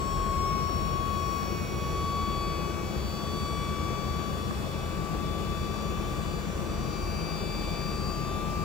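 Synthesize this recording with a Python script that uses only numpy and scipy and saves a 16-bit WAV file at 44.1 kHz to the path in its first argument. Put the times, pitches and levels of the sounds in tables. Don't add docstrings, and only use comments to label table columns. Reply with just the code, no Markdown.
import sys
import numpy as np
from scipy import signal
from scipy.fft import rfft, irfft, next_fast_len
from scipy.io import wavfile
from scipy.ndimage import uniform_filter1d, map_coordinates

SR = 44100
rng = np.random.default_rng(int(sys.argv[2]) if len(sys.argv) > 2 else 0)


def dump(signal):
    limited = np.clip(np.atleast_2d(signal).T, -1, 1)
    pcm = np.round(limited * 32767).astype(np.int16)
    wavfile.write(sys.argv[1], SR, pcm)


N = 381024
TIME = np.arange(N) / SR
TEETH, SLOTS = 13, 29
CYLINDERS = 8
BOUT_THROB_HZ = 7.5

# time in seconds, tooth contacts in Hz.
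PUMP_SPEED = [(0.0, 1099.0), (0.56, 1106.6), (1.04, 1115.5), (1.68, 1122.6), (2.0, 1127.5), (3.12, 1138.7),
              (3.36, 1141.7), (4.16, 1147.1), (4.56, 1151.6), (5.68, 1160.6), (7.92, 1173.8),
              (8.62, 1179.9)]
# time in seconds, firings in Hz.
ENGINE_FIRING = [(0, 41.97), (1.2, 42.03), (2.5, 41.98), (4.1, 42.09), (5.1, 42.02), (6.0, 41.91),
                 (6.8, 41.95), (8.64, 41.92)]
# frequency in Hz, lead of the right port in rad.
PORT_LEAD = [(25, -0.45), (110, -0.83), (215, -1.65), (330, 0.49), (1200, 0.5), (2000, -2), (3000, 0.029),
             (6500, -1.67)]


def amp(db):
    return 10 ** (np.asarray(db) / 20)


def along(points, hz):
    f, *cols = np.transpose(points)
    return np.squeeze([np.interp(np.log(hz + 1), np.log(f + 1), c) for c in cols])


def curves(rows):
    s, *cols = np.transpose(rows)
    return np.array([np.interp(TIME, s, c) for c in cols])


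def swells(rows):
    s, *cols = np.transpose(rows)
    return np.squeeze([np.interp(TIME, s, amp(c)) for c in cols])


def wobble(rate, times=TIME):
    coarse = TIME[::64]
    knots = rng.standard_normal(int(N * rate / SR) + 4)
    return np.interp(times, coarse, map_coordinates(knots, [coarse * rate]))


def lift_db(modes, hz):
    return sum(db / (1 + (2 * (hz - c) / w) ** 2) for c, w, db in modes)


def filtered(x, response):
    m = next_fast_len(N + SR // 2)
    return irfft(rfft(x, m) * response(np.fft.rfftfreq(m, 1 / SR)), m)[..., :N]


def ports(pair, level_db):
    # frequency in Hz, likeness from 0 to 1.
    alike = [(25, .5), (60, 0.82), (200, 0.91), (260, 0.4), (380, 0.98), (600, 0.76), (1400, 0.34),
             (3000, 0.47), (5500, 0.41), (7000, 0.6)]
    # frequency in Hz, likeness from 0 to 1.
    treble_alike = [(8500, .99), (9900, .8), (10900, .99), (12000, .75), (13000, .99), (14300, .8),
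                    (15200, .99)]
    # frequency in Hz, phase of right against left in rad.
    treble_phase = [(8550, 3.14), (9500, 3.14), (10700, 6.28), (11650, 6.28), (12600, 9.42), (13500, 9.42),
                    (14900, 12.57)]

    def response(hz):
        likeness = np.clip(along(alike + treble_alike, hz), 0, 1)
        turn = np.arccos(likeness) / 2
        mix = np.array([[np.cos(turn), np.sin(turn)], [np.cos(turn), -np.sin(turn)]])
        shift = np.exp(.5j * np.outer([-1, 1], along(PORT_LEAD + treble_phase, hz)))
        return mix * (shift * amp(level_db(hz)))[:, None]
    return filtered(pair[None], response).sum(axis=1)


def noise(spectrum, patchy_db, modes=()):
    z = signal.stft(rng.standard_normal((2, N)), nperseg=512)[2]
    field = rng.standard_normal(z.shape[1:])
    field = uniform_filter1d(field, size=6, axis=0)
    field = uniform_filter1d(field, size=14, axis=1)
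    patches = amp(patchy_db * field / field.std())
    pair = signal.istft(z * patches, nperseg=512)[1][:, :N]
    return ports(pair * np.sqrt(SR / 2), lambda hz: along(spectrum, hz) + lift_db(modes, hz))


def teeth(turns, firing):
    # time in seconds, left and right RMS level in dB, left lead in rad.
    whine = [(0.0, -31.5, -45, -2), (0.48, -27, -36, 0.5), (0.8, -31.5, -48, 3), (1.04, -29.5, -45, 4.5),
             (1.36, -30.5, -57.0, 8.5), (1.6, -45, -40.5, 8), (1.68, -58, -42.5, 8), (1.84, -41, -36, 6),
             (2.16, -31, -34.5, 6.5), (2.8, -38.5, -64, 5.5), (2.9, -42, -56, 4.5), (2.97, -54, -47.5, 4),
             (3.08, -52, -46, 5), (3.23, -40.5, -40, 6.5), (3.52, -36, -40.5, 6.5), (4.16, -35.5, -47.5, 6),
             (4.32, -38, -54, 4.3), (4.46, -38.5, -53, 4), (4.62, -52, -47, 3.5), (4.73, -45.5, -48, 1.5),
             (5.12, -37.5, -46.5, 1.0), (6.16, -39.5, -50, -0.5), (6.4, -45, -49.5, -1.5),
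             (6.72, -47, -47.0, -1.1), (6.96, -42.5, -50, -2), (7.6, -46, -49, -1.3), (8.08, -38, -47, 0.5),
             (8.62, -35, -40.5, 1.1)]
    overtones = { 26: [(0.0, -63, -66.0, 2.8), (0.54, -49, -55, 0), (0.75, -57, -61.5, 1),
                 (1.14, -54, -56, 2.2), (1.62, -48, -54, 0.7), (2.01, -53.5, -53, 0.3),
                 (2.88, -52.5, -51.5, 0.2), (3.15, -63.5, -67, -2), (3.45, -52.0, -51, -1),
                 (3.66, -46.5, -51.0, 0.3), (4.08, -48.5, -59, -0.3), (4.41, -62.0, -61.0, -0.9),
                 (4.56, -58.0, -68.0, -4), (4.86, -53, -57.5, -5), (5.13, -58.5, -59, -5.5),
                 (6.21, -50.5, -60, -8.5), (6.69, -57.5, -63, -7.0), (7.17, -52, -49.0, -5.6),
                 (7.74, -46.5, -46.5, -5), (8.04, -64.0, -58.0, -5.9), (8.11, -72, -68, -5.5),
                 (8.19, -56, -63.5, -5), (8.61, -51.0, -50.5, -5.1)], 39: [(0.0, -60, -59.5, 3.5),
                 (0.15, -53, -54.0, 0), (0.42, -54, -64.5, 0), (0.66, -57, -61, 3.2),
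                 (1.02, -49.5, -53.5, 1.3), (1.68, -57.5, -58, 0.3), (2.34, -45.5, -49.0, 0.7),
                 (2.82, -56, -55, 0.9), (3.21, -47.0, -56.5, 1.3), (3.63, -46.5, -52.0, 0.9),
                 (4.32, -49.5, -57.0, 1.5), (4.92, -51.5, -58, 1), (5.07, -67.0, -66, 1),
                 (5.31, -47.5, -57, 1.7), (6.18, -53.5, -54.5, 1.2), (6.57, -54, -61.0, 1.5),
                 (7.2, -66, -64, -1.5), (7.44, -48, -61.5, 0.6), (7.74, -49, -56.5, 0.8),
                 (8.07, -66.0, -67.5, 1), (8.37, -49.0, -60.0, 7.5), (8.61, -68.0, -69.0, 4)],
                 52: [(0.0, -53.5, -56, -0.5), (0.24, -54.5, -60.0, -0.5), (0.51, -59.5, -64.0, -4.1),
                 (0.78, -50.5, -60.5, -6), (0.96, -57, -58.5, -7), (1.53, -50.5, -54.0, -5.5),
                 (1.65, -57, -64, -6), (2.46, -45.5, -49.5, -5.5), (2.79, -63.5, -65.5, -5),
                 (3.09, -45.5, -51.5, -5.5), (3.45, -46, -50.0, -5.8), (3.78, -54, -62, -6.7),
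                 (4.05, -47.5, -58.0, -4.9), (4.56, -59, -55, -7.5), (4.95, -53.5, -67, -7.5),
                 (5.49, -55, -65, -8), (5.76, -49.0, -63.5, -5.4), (6.0, -62, -66.5, -6),
                 (6.36, -52, -53, -7), (6.54, -69.0, -75.0, -6), (7.26, -42.0, -54, -5.5),
                 (8.1, -43.0, -47.5, -5.5), (8.43, -66, -71.0, -4.5), (8.61, -48.5, -72.5, -1)],
                 65: [(0.0, -58, -60.0, 2), (0.18, -49, -49.5, -1), (0.27, -58, -52.5, 0),
                 (0.48, -50, -47, -4.4), (0.63, -44, -57.5, -2), (0.72, -46, -50.0, 1),
                 (0.93, -55.5, -50.0, -0.5), (1.05, -61, -64, 0.5), (1.29, -53.0, -48.0, -1),
                 (1.44, -60.5, -49, 1), (1.68, -53, -52, 0.6), (2.04, -52, -70.5, -1.5),
                 (2.25, -62.0, -63.0, -1.8), (2.43, -60, -61.5, 2.1), (2.73, -54, -63.5, 4.5),
                 (2.88, -57, -76.5, 1), (3.18, -64.0, -55, 2.5), (4.11, -52.5, -67.5, 11.5),
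                 (4.44, -83.0, -66, 15), (4.77, -59.0, -63, 13.5), (5.49, -70, -70, 5), (5.76, -59, -57, 6),
                 (6.21, -63, -65, 6.5), (6.93, -58, -55, 5), (7.29, -58.0, -60.0, 6),
                 (7.5, -66.0, -66.0, 0.3), (7.77, -62.5, -57, -1.3), (8.61, -61.0, -65.5, 6)],
                 29: [(0.0, -61, -62.5, 1.6), (0.45, -58, -70.5, 7.5), (1.65, -50.5, -55.5, 6.9),
                 (2.13, -58, -63, 6.9), (2.55, -51.5, -52.0, 6.9), (3.0, -61.0, -61, 6.7),
                 (4.2, -63, -66.5, 6.1), (4.62, -57, -56.5, 7.3), (5.25, -61.0, -68.0, 7.6),
                 (5.67, -53, -66.0, 6.6), (6.36, -61, -61.0, 7.1), (6.45, -76.0, -66.0, 5.8),
                 (7.05, -54, -63, 6.6), (8.61, -55, -56, 7.0)], }
    # centre in seconds, Gaussian width in seconds.
    dropout = (3.244, .009)
    out = np.zeros((2, N))
    for order, rows in {TEETH: whine, **overtones}.items():
        left, right, _ = swells(rows)
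        lead = curves(rows)[2]
        shake = 0.0032 * order * wobble(2.37) * np.sin(firing)
        phase = 2 * np.pi * order * turns + shake
        flutter_db, rate = 0.9, 11
        if order == TEETH:
            flutter_db = 0.4
        elif order == SLOTS:
            flutter_db, rate = 1.6, 28
        gain = amp(flutter_db * np.array([wobble(rate), wobble(rate)]))
        if order == TEETH:
            centre_s, width_s = dropout
            gain = gain * (1 - np.exp(-((TIME - centre_s) / width_s) ** 2))
        out += gain * [left * np.sin(phase + lead / 2), right * np.sin(phase - lead / 2)]
    return np.sqrt(2) * out


def seventh_tone(turns):
    # frequency in Hz, width in Hz, lift in dB.
    lifts = [(7675, 40, 11), (7700, 120, 9.2), (7780, 30, 4), (8060, 13, 3.8)]
    # right level over the left in dB, left lead in rad.
    side = (1.8, -0.5)
    over_db, lead_rad = side
    base_db, waver_db = -68, 2.5
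    level_db = base_db + lift_db(lifts, 7 * curves(PUMP_SPEED)[0])
    phase = 2 * np.pi * 7 * TEETH * turns
    runout = 1 + 0.49 * np.sin(2 * np.pi * turns + wobble(3))
    level = runout * amp(level_db + waver_db * wobble(5))
    return np.sqrt(2) * level * [np.sin(phase + lead_rad), amp(over_db) * np.sin(phase)]


def shaft(turns):
    # frequency in Hz, level in dB.
    turn_lines = [(300, -62), (1200, -69), (2000, -80), (2700, -75), (4500, -73), (5200, -79), (5800, -71),
                  (7400, -73), (8600, -84), (12000, -85), (15000, -83)]
    # multiple of the tooth rate, level in dB.
    high_tones = [(6, -66), (8, -74), (9, -77), (10, -74), (11, -72), (12, -76), (13, -73), (14, -70)]
    # frequency in Hz, left and right gain in dB.
    side = [(1000, 0, -5), (4500, 0, -4), (6500, 0, 0)]
    # frequency in Hz, width in Hz, lift in dB.
    housing = [(348, 10, 17), (2845, 30, 9), (7700, 400, 4), (10090, 100, 10), (10360, 50, 11),
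               (11140, 250, 8), (12775, 90, 11), (13330, 220, 9), (13770, 120, 9), (14560, 120, 11),
               (14920, 160, 6), (15270, 90, 10)]
    drift_s, steps, orders = .25, 4096, np.arange(1, 190)
    line_db = along(turn_lines, orders * turns[-1] * SR / N)
    level = amp(line_db + rng.normal(0, 0.56, len(orders)))
    level[TEETH - 1::TEETH] = 0
    for multiple, db in high_tones:
        level[multiple * TEETH - 2:][:4] += amp(db - np.array([14, 0, 12, 18]))
    level[2 * SLOTS - 1::SLOTS] *= amp(6)
    knots = int(N / SR / drift_s) + 2
    drawn = rng.standard_normal((2, knots, len(orders), 2)) @ [1, 1j]
    tooth = orders % TEETH == 0
    steady = np.array([1.3, 0])[:, None, None]
    drawn[..., tooth] = 0.17 * drawn[..., tooth] + steady
    lines = np.zeros((2, knots, steps // 2 + 1), complex)
    lines[..., orders] = drawn * level * steps / 2
    where = [TIME / drift_s, turns % 1 * steps]
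    patterns = irfft(lines, steps)
    pair = np.array([map_coordinates(p, where, order=1, mode="grid-wrap") for p in patterns])
    blend = where[0] % 1
    pair = pair / np.hypot(blend, 1 - blend)
    return ports(pair, lambda hz: along(side, hz) + lift_db(housing, hz))


def hums(firing):
    # time in seconds, RMS level in dB, waver in dB.
    idle = [(0, -43, 9), (1.15, -43, 1), (1.3, -49.5, 5), (4.55, -53, 4), (4.7, -45.5, 2), (6.8, -43, 2),
            (8.64, -39, 1.6)]
    # left and right RMS level in dB at mid-
    # scene, unsteadiness from 0 to 1, growth in dB per second.
    hum_levels = [(-55, -56, .2, 0), (-49.5, -48.5, 0.07, -0.5), (-48.5, -48, 0.23, 0),
                  (-41.5, -43.5, 0.07, -.66), (-50.5, -53.5, 0.05, 0), (-44.5, -53.5, 0.1, 0.8),
                  (-51, -57, .15, 0), (-51.5, -63, 0.16, 0), (-39.5, -53, 0.08, 0), (-53.5, -62, 0.3, 0.5),
                  (-60.5, -72, 0.1, 1.5), (-56.5, -68, 0.2, 0), (-55, -65, 0.25, 1), (-59, -69, .2, 1.5),
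                  (-63, -72, 0.14, 0), (-56.5, -63.5, 0.1, 1.2), (-55, -54, 0.25, -0.5),
                  (-43.5, -48.5, 0.38, -.5), (-43, -51, 0.35, 0.4), (-55, -72, .2, 0), (-52.5, -72, .4, 0),
                  (-55, -65, 0.06, 0), (-59, -71, 0.25, 0.5), (-54.5, -67, 0.44, 0.5), (-58.5, -69, 0.3, 0)]
    cycle_orders = (11, 12, 14, 16, 24, 32, 36, 38, 40, 43, 56, 64, 72, 74, 152, 160)
    fixed_hz = (76.7, 130.7, 159.7, 279.6, 319, 349, 493.5, 547, 655.5)
    coarse = 8
    t, firing = TIME[::coarse], firing[::coarse]
    level_db, waver_db = curves(idle)[:, ::coarse]
    firing_db = level_db + waver_db * wobble(6.5, t)
    out = amp(firing_db) * np.sin(firing + [[.25], [-.25]])
    cycle_hz = curves(ENGINE_FIRING).mean() / CYLINDERS
    phases = [(k * cycle_hz, k * firing / CYLINDERS) for k in cycle_orders]
    phases += [(hz, 2 * np.pi * hz * t) for hz in fixed_hz]
    for (hz, phase), (left_db, right_db, loose, growth_db) in zip(phases, hum_levels):
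        smear = wobble(5, t) + 1j * wobble(5, t)
        swing = np.sqrt(1 - loose) + np.sqrt(loose / 2) * smear
        tone = amp(growth_db * (t - t.mean())) * swing * np.exp(1j * phase)
        lead = np.exp(.5j * along(PORT_LEAD, hz) * np.array([[-1], [1]]))
        out += amp([[left_db], [right_db]]) * (tone * lead).real
    return np.sqrt(2) * signal.resample_poly(out, coarse, 1, axis=1)[:, :N]


def rumble(firing):
    # frequency in Hz, left and right density in dB per Hz before the swell.
    low = [(25, -70.6, -77), (33, -72, -74), (48, -61, -59), (62, -52, -56), (78.3, -54.5, -56),
           (98, -58.9, -61), (115, -62, -60.5), (146, -57, -60), (159, -56.5, -63), (193, -57, -64),
           (249, -64, -86), (336, -59, -73), (430, -63, -71), (591, -68, -73)]
    throb_db = 0.63 * np.sin(firing) + 0.36 * np.sin(firing / 4) + 0.28 * wobble(9)
    swell_db = -0.17 * wobble(2.9) - 0.12 * (TIME - TIME.mean())
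    spectrum = [(10, -100, -100)] + low + [(874, -100, -100)]
    return noise(spectrum, patchy_db=0.53) * amp(swell_db + throb_db)


def rush(firing):
    # frequency in Hz, left and right density in dB per Hz before the lifts.
    middle = [(653, -68, -73), (943, -74.5, -79.5), (1180, -71.5, -74), (1215, -69, -83),
              (1340, -76.5, -80.5), (2000, -81, -84), (2640, -82, -87.5), (3070, -84, -88.5),
              (4560, -85, -90), (4850, -89, -92.5), (6230, -93.5, -97)]
    # frequency in Hz, left and right density in dB per Hz before the lifts.
    hiss = [(7500, -93, -93.5), (8600, -100, -100), (9700, -105, -105), (10800, -103.5, -103.5),
            (12000, -109, -109), (14000, -105, -105), (15500, -105.5, -105.5)]
    # frequency in Hz, width in Hz, lift in dB.
    panels = [(1117, 17, 8), (1529, 43, 4.5), (2570, 84, 6.5), (2945, 17, 10), (5550, 100, 10.5)]
    spectrum = [(463, -100, -100)] + middle + hiss
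    return noise(spectrum, patchy_db=0.84, modes=panels) * amp(0.47 * np.sin(firing))


def taps():
    # start in seconds, tick and thud level in dB before onset, decay and the mixing gains.
    hits = [(0.361, -28, -40), (.535, -50, -24), (1.43, -26, -24), (2.466, -30, -36), (4.5082, -21.5, -22),
            (5.758, -27, -36), (7.935, -50, -23), (8.27, -50, -27)]
    out, t = np.zeros(N + SR), np.arange(SR // 10) / SR
    for s, tick_db, thud_db in hits:
        tick = amp(tick_db - 60 * t / 0.018) * (1 - np.exp(-t / 0.0018))
        tick = tick * (np.sin(2 * np.pi * 1150 * t) + 0.31 * np.sin(2 * np.pi * 1650 * t))
        thud = amp(thud_db - 60 * t / 0.042) * (1 - np.exp(-(t / 0.0041) ** 2))
        thud = thud * np.sin(2 * np.pi * 230 * t)
        out[round(s * SR):][:len(t)] += 2.0 * tick + 1.5 * thud
    return out[:N] * [[-.1], [1]]


def under_fifth(turns, firing):
    # frequency in Hz, width in Hz, lift in dB.
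    panel = [(5558, 24, 30)]
    hz = 5 * curves(PUMP_SPEED)[0] - curves(ENGINE_FIRING)[0]
    phase = 2 * np.pi * 5 * TEETH * turns - firing
    return np.sqrt(2) * amp(-85 + lift_db(panel, hz)) * np.sin(phase)


def whistle(turns):
    # frequency in Hz, width in Hz, lift in dB.
    panel = [(5577, 30, 19)]
    order = 5 * TEETH - 2
    throb = np.cos(np.pi * BOUT_THROB_HZ * (TIME - 4.43))
    level = amp(-75 + lift_db(panel, order * curves(PUMP_SPEED)[0] / TEETH))
    return np.sqrt(2) * level * throb * np.sin(2 * np.pi * order * turns)


def bouts():
    # time in seconds, amplitude on the left in dB, averaged over the throbs.
    levels = [(0, -70), (5.7, -73), (6.1, -51), (6.6, -66), (6.85, -50), (7.25, -50), (7.5, -66),
              (8.1, -49.5), (8.35, -62)]
    ring_hz = 1113
    throb = np.sin(np.pi * BOUT_THROB_HZ * TIME + 0.6 * wobble(3)) ** 2
    ring = np.sin(2 * np.pi * ring_hz * TIME + 0.68 * wobble(14))
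    return 2 * swells(levels) * throb * ring * amp([[0], [-3]])


def scene():
    turns = np.cumsum(curves(PUMP_SPEED)[0]) / TEETH / SR
    firing = 2 * np.pi * np.cumsum(curves(ENGINE_FIRING)[0]) / SR
    pump = teeth(turns, firing) + seventh_tone(turns) + shaft(turns)
    background = hums(firing) + rumble(firing) + rush(firing)
    panel = under_fifth(turns, firing) + whistle(turns) + bouts()
    return pump + background + taps() + panel


def record(dry):
    return filtered(dry, lambda hz: hz < 15750)


dry = scene()
out = record(dry)
dump(out)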